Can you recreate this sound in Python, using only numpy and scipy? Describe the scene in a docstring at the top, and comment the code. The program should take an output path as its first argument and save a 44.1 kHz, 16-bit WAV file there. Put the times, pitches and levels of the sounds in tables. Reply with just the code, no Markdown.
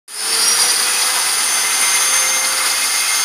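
"""A doorway: a corded angle grinder is switched on, runs up without load and is moved toward a padlock.
The fan roars through the vents, the armature hums, the bevel gear whines and rattles in its metal head.
Door and walls throw back roar and rattle as drifting echoes with short tails. The tones follow
level curves: the swell and fade that reflections cause as the tool moves."""
import sys
import numpy as np
from scipy import signal
from scipy.fft import rfft, irfft
from scipy.io import wavfile
from scipy.ndimage import uniform_filter1d, map_coordinates

SR = 44100
rng = np.random.default_rng(int(sys.argv[2]) if len(sys.argv) > 2 else 0)


def output_pcm(signal):
    """Save a mono or channel-first signal as 16-bit PCM at the path in sys.argv[1].

    Samples are clipped to [-1, 1] before scaling.
    """
    pcm = np.clip(np.atleast_2d(signal).T, -1, 1) * 32767
    wavfile.write(sys.argv[1], SR, np.round(pcm).astype(np.int16))


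N = 142884

START_S, TOP_SPEED_HZ = .078, 530.6
MESH_PER_TURN = 12

# Fan air spectrum. Each row: frequency in Hz, relative density in dB.
AIR_SPECTRUM = [(24, -69), (40, -32), (222, -19.5), (254, -14), (490, -11), (519, -11.5), (560, -19),
                (778, -4.5), (1060, -5.5), (1330, -1.5), (1850, -4.5), (2080, -0.5), (2290, -7),
                (2570, -4.5), (2770, -6.5), (3360, -4), (4000, -7.5), (5200, -30), (8800, -120)]
# Vent hiss spectrum. Each row: frequency in Hz, relative density in dB.
HISS_SPECTRUM = [(2500, -23), (3900, -8), (5200, 3), (5900, 0.5), (6600, 4), (7200, 0.5), (8000, -11),
                 (9500, 6.5), (12200, -11.5), (13600, -4.5), (15500, -9)]
# Hollow resonances of housing and guard. Each row: frequency in Hz, width in Hz, relative level in dB.
HOUSING_MODES = [(212, 40, -13), (412, 69, -3), (786, 68, -2), (934, 130, 2.5), (1218, 94, 3.5),
                 (1334, 63, 0.5), (1485, 13, -12), (1590, 25, -0.5), (1782, 17, 1), (1960, 140, -2.5),
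                 (2520, 67, 2.5), (3300, 260, 4.5)]
# Noise gains. Each row: time in seconds, then fan air, low ring, high ring and extra fan lows in dB.
NOISE_GAINS = [(.08, -24.5, -23.5, -16.5, 0.5), (.33, -22.5, -20, -19.5, 3),
               (.52, -23.5, -21.5, -18.5, 2.5), (.8, -23.5, -22.5, -20, 1), (1.1, -23, -24, -22, -2),
               (1.45, -23.5, -27, -21.5, 0.5), (1.8, -22.5, -27, -21.5, -1.5), (2.17, -22.5, -28, -20, -3),
               (2.32, -23, -28.5, -23, 0.5), (2.55, -23, -26, -23.5, -0.5), (2.9, -24.5, -26, -24, -1.5),
               (3.24, -23.5, -25.5, -24, -6)]
# Low ring of the gear head. Each row: frequency in Hz, width in Hz, relative level in dB.
HEAD_LOW_MODES = [(4360, 450, -10), (4730, 405, 14.5), (5250, 460, -1), (5770, 270, -6)]
# High ring of the gear head. Each row: frequency in Hz, width in Hz, relative level in dB.
HEAD_HIGH_MODES = [(9060, 930, -2.5), (9450, 590, 7.5), (10460, 750, -3.5), (11230, 700, -6.5)]
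# Harder gear chatter. Each row: centre in seconds, low ring boost in dB, high ring boost in dB.
CHATTER_BURSTS = [(.485, 1, 7), (.62, 5, 3), (.708, 4, -1), (2.14, 5, 3), (2.168, 0, 4), (2.199, 6, 2),
                  (2.45, 8, -4), (2.702, 9, 3), (2.828, 5.5, -7)]
# Gear-mesh whine. Each row: time in seconds, level in dB.
WHINE_LEVELS = [(0.1, -55.2), (0.15, -36.7), (0.21, -27.9), (0.26, -31.1), (0.32, -25.4), (0.37, -36.9),
                (0.43, -23.9), (0.52, -18.1), (0.57, -27.5), (0.62, -22.2), (0.7, -24.6), (0.76, -34.8),
                (0.95, -30.7), (1.04, -25.7), (1.13, -42.2), (1.22, -25.9), (1.29, -46.5), (1.35, -29.7),
                (1.41, -30.9), (1.55, -22.7), (1.7, -26.1), (1.85, -23.3), (2.05, -22.3), (2.16, -20.6),
                (2.38, -21.9), (2.5, -26.7), (2.62, -43.2), (2.72, -29.0), (2.84, -33.4), (2.98, -25.4),
                (3.07, -35.1), (3.15, -23.2), (3.24, -22.2)]
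# Other tones. Each row: time in seconds, then levels of hum, motor note and mesh octave in dB.
TONE_LEVELS = [(.1, -57, -62, -60), (.32, -37, -46, -48), (.55, -39.5, -46, -43), (.75, -41, -35, -45),
               (1.05, -41, -36, -50), (1.3, -49, -37, -51), (1.6, -49, -32, -51), (1.85, -49, -28.5, -50),
               (2.02, -42, -31, -48), (2.22, -37, -25, -41), (2.45, -36.5, -28.5, -39),
               (2.8, -46, -29, -38), (3., -52, -31, -43), (3.24, -58, -29, -45)]
# Brief notes in the roar. Each row: centre in seconds, frequency in Hz, width in Hz, peak level in dB.
ROAR_NOTES = [(.945, 2505, 80, -27.5), (1.17, 960, 220, -29), (2.15, 1250, 280, -29),
              (2.52, 1290, 300, -28.5), (2.63, 1290, 300, -25.5), (2.8, 2515, 70, -30),
              (3.04, 2540, 70, -29)]
# Door and wall echoes. Each row: delay in ms, drift in ms per second, level re direct sound in dB.
WALL_ECHOES = [(1.9, -0.117, -24), (4.3, -0.308, -20.5), (7.7, 0.273, -22)]


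def fan(air_db, lows_db, housing_db=-5.5, hiss_db=-22, lows_hz=655, flutter_db=.75):
    """Cooling air roars through the housing and hisses out of the vents."""
    roar = noise(AIR_SPECTRUM) + undb(housing_db) * ring(white, HOUSING_MODES)
    lows = signal.sosfiltfilt(signal.butter(2, lows_hz, fs=SR, output="sos"), roar)
    roar = roar + (undb(lows_db) - 1) * lows
    hiss = undb(hiss_db) * noise(HISS_SPECTRUM)
    return (undb(air_db) * roar + hiss) * undb(flutter_db * walk(40.11))


def gear_rattle(t, turns, low_db, high_db, scatter_db=4.3, flutter_db=1.12, spurt_db=1.9, burst_s=.0039):
    """Teeth knock with uneven force; each knock rings the modes of the metal head in a new mix."""
    contacts = np.flatnonzero(np.diff(np.floor(MESH_PER_TURN * turns)))
    knocks = np.zeros(N)
    knocks[contacts] = undb(scatter_db * np.minimum(white()[:len(contacts)], 2.8))
    knocks *= undb(flutter_db * walk(80))
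    drive = lambda: knocks * rng.choice([-1, 1], N)
    low_db = low_db + spurt_db * walk(110)
    for at_s, low_boost_db, high_boost_db in CHATTER_BURSTS:
        burst = np.exp(-((t - at_s) / burst_s) ** 2)
        low_db = low_db + low_boost_db * burst
        high_db = high_db + high_boost_db * burst
    low_ring = undb(low_db) * ring(drive, HEAD_LOW_MODES, order=2)
    high_ring = undb(high_db) * ring(drive, HEAD_HIGH_MODES, order=2)
    return low_ring + high_ring


def rotor_tones(t, turns, throb_hz=10.35, throb_peak_s=2.15, throb_depth=.38):
    """Gear-mesh whine and its octave, unbalance hum, and a rough, throbbing motor note."""
    whine_db, = curves(WHINE_LEVELS, t)
    hum_db, motor_db, octave_db = curves(TONE_LEVELS, t)
    throb = 1 + throb_depth * np.cos(2 * np.pi * throb_hz * (t - throb_peak_s))
    whine = undb(whine_db) * tone(turns, per_turn=MESH_PER_TURN, rough=.18, waver_hz=110)
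    hum = undb(hum_db) * tone(turns, per_turn=1, rough=.1, waver_hz=20)
    motor = undb(motor_db) * throb * tone(turns, per_turn=4, rough=.5, waver_hz=130)
    octave = undb(octave_db) * tone(turns, per_turn=2 * MESH_PER_TURN, rough=.7, waver_hz=130)
    return whine + hum + motor + octave


def armature_hz(t, slow_s=.645, fast_s=.15, wobble=.0003):
    """The armature closes on its top speed in a slow and a fast stage."""
    on_s = np.maximum(t - START_S, 0)
    slow_gap_hz = 112.5 * np.exp(-on_s / slow_s)
    fast_gap_hz = 14 * np.exp(-on_s / fast_s)
    return (TOP_SPEED_HZ - slow_gap_hz - fast_gap_hz) * (1 + wobble * walk(12))


def roar_notes(t, sigma_s=.046):
    """Narrow bands of the roar rise and sink again."""
    out = 0
    for at_s, hz, width_hz, db in ROAR_NOTES:
        envelope = np.exp(-((t - at_s) / sigma_s) ** 2 / 2)
        out = out + undb(db) * envelope * ring(white, [(hz, width_hz, 0)], order=2)
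    return out


def doorway(x, t, tails=6, t60_s=.21, porch_db=-7.5):
    """Door and wall echoes drift and porch tails trade places as the tool moves; rms is kept."""
    out = x
    for delay_ms, drift_ms_per_s, db in WALL_ECHOES:
        delay_s = (delay_ms + drift_ms_per_s * t) / 1000
        out = out + undb(db) * map_coordinates(x, [(t - delay_s) * SR], order=3)
    age_s = t[:SR // 2]
    decay = np.exp(-np.log(1000) * age_s / t60_s) * (age_s > .005)
    for _ in range(tails):
        tail = rng.standard_normal(len(age_s)) * decay
        reverb = signal.fftconvolve(x * walk(3.005), tail / np.linalg.norm(tail))[:N]
        out = out + undb(porch_db) / np.sqrt(tails) * reverb
    return out * np.std(x) / np.std(out)


def undb(db):
    """Decibels to gain."""
    return 10 ** (np.asarray(db) / 20)


def unit(x):
    """Scale to rms 1."""
    return x / np.sqrt(np.mean(x ** 2))


def curves(table, t):
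    """Each value column, interpolated linearly in time."""
    times_s, *columns = np.array(table, float).T
    return [np.interp(t, times_s, column) for column in columns]


def white():
    """White noise."""
    return rng.standard_normal(N)


def walk(rate_hz):
    """Smooth random signal, rms 1, changing at about rate_hz."""
    step = max(int(SR / rate_hz), 2)
    held = np.repeat(rng.standard_normal(N // step + 1), step)
    return unit(uniform_filter1d(uniform_filter1d(held, step), step)[:N])


def noise(spectrum):
    """Shaped noise, rms 1, falling 60 dB per octave outside the given spectrum."""
    hz, db = np.array(spectrum, float).T
    octaves = np.log2(np.maximum(np.fft.rfftfreq(N, 1 / SR), 1))
    octaves_outside = abs(octaves - np.clip(octaves, np.log2(hz[0]), np.log2(hz[-1])))
    shape_db = np.interp(octaves, np.log2(hz), db) - 60 * octaves_outside
    return unit(irfft(rfft(white()) * undb(shape_db), N))


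def ring(drive, modes, order=1):
    """Sum of resonances, rms 1, each fed by its own call of drive."""
    out = 0
    for hz, width_hz, db in modes:
        mode = drive()
        for _ in range(order):
            mode = signal.lfilter(*signal.iirpeak(hz, hz / (width_hz * order), SR), mode)
        out = out + undb(db) * unit(mode)
    return unit(out)


def tone(turns, per_turn, rough, waver_hz):
    """A multiple of the rotation, unsteady in strength and phase."""
    waver = 1 + rough * (walk(waver_hz) + 1j * walk(waver_hz))
    return unit(np.real(waver * np.exp(2j * np.pi * per_turn * turns)))


def scene(switch_s=.0027, swell_s=.3, swell_from_db=-21):
    """The switch closes, the noise swells and the grinder runs up; both channels alike."""
    t = np.arange(N) / SR
    turns = np.cumsum(armature_hz(t)) / SR
    running = np.clip((t - START_S) / switch_s, 0, 1)
    swell_left = np.clip(1 - (t - START_S) / swell_s, 0, 1)
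    swell = running * undb(swell_from_db * swell_left ** 1.63)
    air_db, low_ring_db, high_ring_db, fan_lows_db = curves(NOISE_GAINS, t)
    tool_noise = fan(air_db, fan_lows_db) + gear_rattle(t, turns, low_ring_db, high_ring_db)
    mix = doorway(swell * tool_noise, t) + roar_notes(t) + running * rotor_tones(t, turns)
    return np.tile(mix, (2, 1))


def record(dry):
    """Steep low-pass on the top treble."""
    cut_hz = 15520
    return signal.sosfilt(signal.ellip(16, .1, 90, cut_hz, fs=SR, output="sos"), dry)


dry = scene()
out = record(dry)
output_pcm(out)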